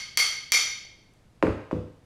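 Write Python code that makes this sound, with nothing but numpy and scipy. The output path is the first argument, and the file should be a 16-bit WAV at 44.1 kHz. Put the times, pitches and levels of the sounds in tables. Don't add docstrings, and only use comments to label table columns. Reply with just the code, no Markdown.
import sys
import numpy as np
from scipy import signal
from scipy.fft import rfft, irfft, next_fast_len
from scipy.io import wavfile
from scipy.ndimage import uniform_filter1d

SR = 44100
rng = np.random.default_rng(int(sys.argv[2]) if len(sys.argv) > 2 else 0)


def generate_wav(signal):
    frames = np.transpose(np.atleast_2d(signal))
    scaled = np.clip(frames, -1, 1) * 32767
    pcm = np.round(scaled).astype(np.int16)
    wavfile.write(sys.argv[1], SR, pcm)


N = 90404
LEAD_S = .5
SIZE = next_fast_len(2 * N)
T = np.arange(SIZE) / SR
HZ = np.maximum(np.arange(SIZE // 2 + 1) * SR / SIZE, 1)


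def from_db(db):
    return 10 ** (np.asarray(db) / 20)


def gain_curve(points):
    freq_hz, level_db = np.transpose(points)
    return from_db(np.interp(np.log(HZ), np.log(freq_hz), level_db))


def decay(t60_s):
    return from_db(-np.minimum(60 * T / t60_s, 300))


def at_time(start_s):
    return np.exp(-2j * np.pi * HZ * (start_s + LEAD_S))


def high_cut(hz):
    s = 1j * HZ / hz
    return 1 / (1 + np.sqrt(2) * s + s * s)


def low_cut(hz):
    return high_cut(hz) * (1j * HZ / hz) ** 2


def shortest_pulse(gain):
    cepstrum = irfft(np.log(gain + 1e-9), SIZE)
    cepstrum[1:SIZE // 2] *= 2
    cepstrum[SIZE // 2 + 1:] = 0
    return np.exp(rfft(cepstrum))


def bending(dispersion_s):
    return np.exp(-4j * np.pi * dispersion_s * (np.sqrt(1000 * HZ) - HZ / 8))


# start_s, level_db, place (0-1 along the housing), crack_db
STICK_TAPS = [(-0.175, -3, .05, 4), (0.1733, -0.5, .1, 2), (0.5202, 0.5, 0.93, 1.5)]
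# pitch_hz, peak_at_place_0_db, peak_at_place_1_db, width_hz
STICK_HOUSING_MODES = [(458, 3, 4.5, 13), (1230, 7, 4.5, 90), (2150, 25.5, 25, 42), (2357.7, 10, 24, 23),
                       (3223, 16, 14.5, 89), (3675, -2.5, 14, 75), (4495, 23.5, 20.5, 63),
                       (5266.7, 3, 17.5, 41), (5890, 15, 19, 130), (6890, -9, 9.5, 240),
                       (8946.3, 7, 2, 150), (10550, 3, 4, 170), (12180, 1.5, 1, 170),
                       (13800, -15, -10.5, 220)]
# freq_hz, level_db
CRACK_SPECTRUM = [(100, -25.5), (340, -16.5), (680, -7.5), (900, -7.5), (1500, -0.5), (2700, -0.5),
                  (3900, -1.5), (5000, 5.5), (6500, 0), (7400, -2.5), (8200, -10), (11500, -15),
                  (14000, -18), (16500, -37)]


def stick_taps(reflections):
    direct_gain, room_gain = from_db(2.5), from_db(11.5)
    tick = from_db(5) * np.abs(low_cut(hz=5000) * high_cut(hz=10100))
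    taps = 0
    for start_s, level_db, place, crack_db in STICK_TAPS:
        power = (from_db(crack_db) * gain_curve(CRACK_SPECTRUM)) ** 2
        for pitch_hz, place_0_db, place_1_db, width_hz in STICK_HOUSING_MODES:
            peak = from_db(place_0_db + (place_1_db - place_0_db) * place)
            detuning_hz = HZ - pitch_hz ** 2 / HZ
            resonance = peak ** 2 / (1 + (detuning_hz / width_hz) ** 2)
            skirt_loss = 1 + (detuning_hz / (0.34 * pitch_hz)) ** 2
            power += resonance / skirt_loss
        direct = shortest_pulse(np.sqrt(direct_gain ** 2 * power + tick ** 2))
        reflected = room_gain * shortest_pulse(np.sqrt(power)) * reflections
        taps += from_db(level_db) * at_time(start_s) * (direct + reflected)
    return taps * bending(dispersion_s=0.0022)


# freq_hz, t60_s
ROOM_DECAY = [(80, 0.37), (320, 0.42), (550, 0.57), (1400, .56), (2200, .68), (4500, 0.67), (7000, 0.51),
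              (10000, 0.43), (15000, .4)]
# freq_hz, gain_db
AIR_LOSS = [(11000, -0.5), (14000, -5), (16000, -13.5)]


def room_reflections():
    near_s, near_db, gap_s, build_s, early_s, early_db = 0.0004, -6, .006, 0.013, 0.024, -15
    white = rfft(rng.standard_normal(SIZE))
    log_centres = np.log([hz for hz, _ in ROOM_DECAY])
    tail = 0
    for selector, (_, t60_s) in zip(np.eye(len(log_centres)), ROOM_DECAY):
        band = np.interp(np.log(HZ), log_centres, selector)
        tail += irfft(white * band, SIZE) * decay(t60_s)
    near = from_db(near_db) * (T > near_s)
    diffuse = np.clip((T - gap_s) / build_s, 0, 1)
    early_lift = 1 + from_db(early_db) * np.exp(-(T / early_s) ** 2)
    response = rfft(tail * np.maximum(near, diffuse) * early_lift)
    colour = np.sqrt(uniform_filter1d(np.abs(response) ** 2, size=300))
    return response * shortest_pulse(gain_curve(AIR_LOSS) / colour)


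# freq_hz, relative_density_db
RUMBLE_SPECTRUM = [(20, -1), (55, 1.5), (120, -0.5), (200, -4.5), (500, -13), (1500, -21.5), (4000, -27.5),
                   (10000, -35), (13000, -40.5), (16000, -53.5)]


def room_tone():
    rumble_db, hum_db, hum_hz = -59, -63.5, 120
    rumble = irfft(rfft(rng.standard_normal(SIZE)) * gain_curve(RUMBLE_SPECTRUM), SIZE)[:N]
    hum = np.sin(2 * np.pi * hum_hz * T[:N])
    return from_db(rumble_db) * rumble / rumble.std() + from_db(hum_db) * hum


# start_s, level_db, pitch_hz
GRIP_TICKS = [(0.851, -16, 604), (1.137, -37.5, 7200)]


def grip_ticks(reflections):
    q = 3
    ticks = 0
    for start_s, level_db, pitch_hz in GRIP_TICKS:
        resonance = 1 / (1 + 1j * q * (HZ / pitch_hz - pitch_hz / HZ))
        ticks += from_db(level_db) * at_time(start_s) * resonance
    return ticks * (1 + reflections)


# start_s, level_db, high_cut_hz, low_cut_hz, rattle_db
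TABLE_CONTACTS = [(1.4260, 1, 2290, 370.4, -27), (1.4344, 8.5, 333, 137, -42),
                  (1.4685, -6.5, 1700, 1270, -54), (1.48, 4.5, 237.6, 49.6, -38),
                  (1.7115, -6, 897.4, 812.3, -37), (1.7182, -24, 1905, 1184, -54),
                  (1.7276, 6.5, 213, 129.6, -46), (1.7637, 2.5, 139, 81, -56.5),
                  (1.797, -17, 149.1, 90, -72.5)]
# freq_hz, level_db
KNOCK_SPECTRUM = [(30, -15), (70, 2.5), (150, -5), (260, 1), (550, 4.5), (750, -6), (950, -1), (1600, -7.5),
                  (2600, -11), (3300, -18.5), (4500, -31), (7000, -21), (10000, -33), (16000, -27)]
# pitch_hz, level_db, t60_s
WOOD_MODES = [(40.7, -43.5, 0.41), (72, -34, 0.27), (101.4, -28.5, 0.29), (161.4, -41, 0.47),
              (226, -56, 0.38), (254.4, -27, 0.16), (326.8, -27, 0.15), (438, -34, 0.47), (496, -21, 0.44),
              (613, -28, 0.44)]


def table_knocks(reflections):
    knock_db, room_db = 21, -4.5
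    force = sum(from_db(level_db) * at_time(start_s) * high_cut(high_cut_hz) * low_cut(low_cut_hz)
                for start_s, level_db, high_cut_hz, low_cut_hz, _ in TABLE_CONTACTS)
    knock = from_db(knock_db) * shortest_pulse(gain_curve(KNOCK_SPECTRUM)) * bending(dispersion_s=.0012)
    ring = sum((-1) ** k * from_db(level_db) * np.sin(2 * np.pi * pitch_hz * T) * decay(t60_s)
               for k, (pitch_hz, level_db, t60_s) in enumerate(WOOD_MODES))
    return force * (knock * (1 + from_db(room_db) * reflections) + rfft(ring))


# freq_hz, level_db
RATTLE_SPECTRUM = [(500, -34), (2500, 17), (5000, 7.5), (9000, -2.5), (12000, -9), (16000, -36)]


def housing_rattle(reflections):
    gain_db, direct_db, rise_s = -14.5, -3, 0.0015
    envelope = (1 - np.exp(-T / rise_s)) * decay(t60_s=0.066)
    chatter = sum(from_db(rattle_db) * at_time(start_s) * rfft(rng.standard_normal(SIZE) * envelope)
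                  for start_s, *_, rattle_db in TABLE_CONTACTS)
    rattle = from_db(gain_db) * shortest_pulse(gain_curve(RATTLE_SPECTRUM)) * chatter
    return rattle * (from_db(direct_db) + reflections)


def scene():
    reflections = room_reflections()
    spectrum = stick_taps(reflections) + grip_ticks(reflections)
    spectrum += table_knocks(reflections) + housing_rattle(reflections)
    lead = int(LEAD_S * SR)
    return (irfft(spectrum, SIZE)[lead:lead + N] + room_tone())[None]


def record(dry):
    peak_limit, cutoff_hz = 0.46, 16000
    rounded = peak_limit * np.tanh(dry / peak_limit)
    return signal.sosfilt(signal.ellip(10, .1, 80, cutoff_hz, fs=SR, output="sos"), rounded)


dry = scene()
out = record(dry)
generate_wav(out)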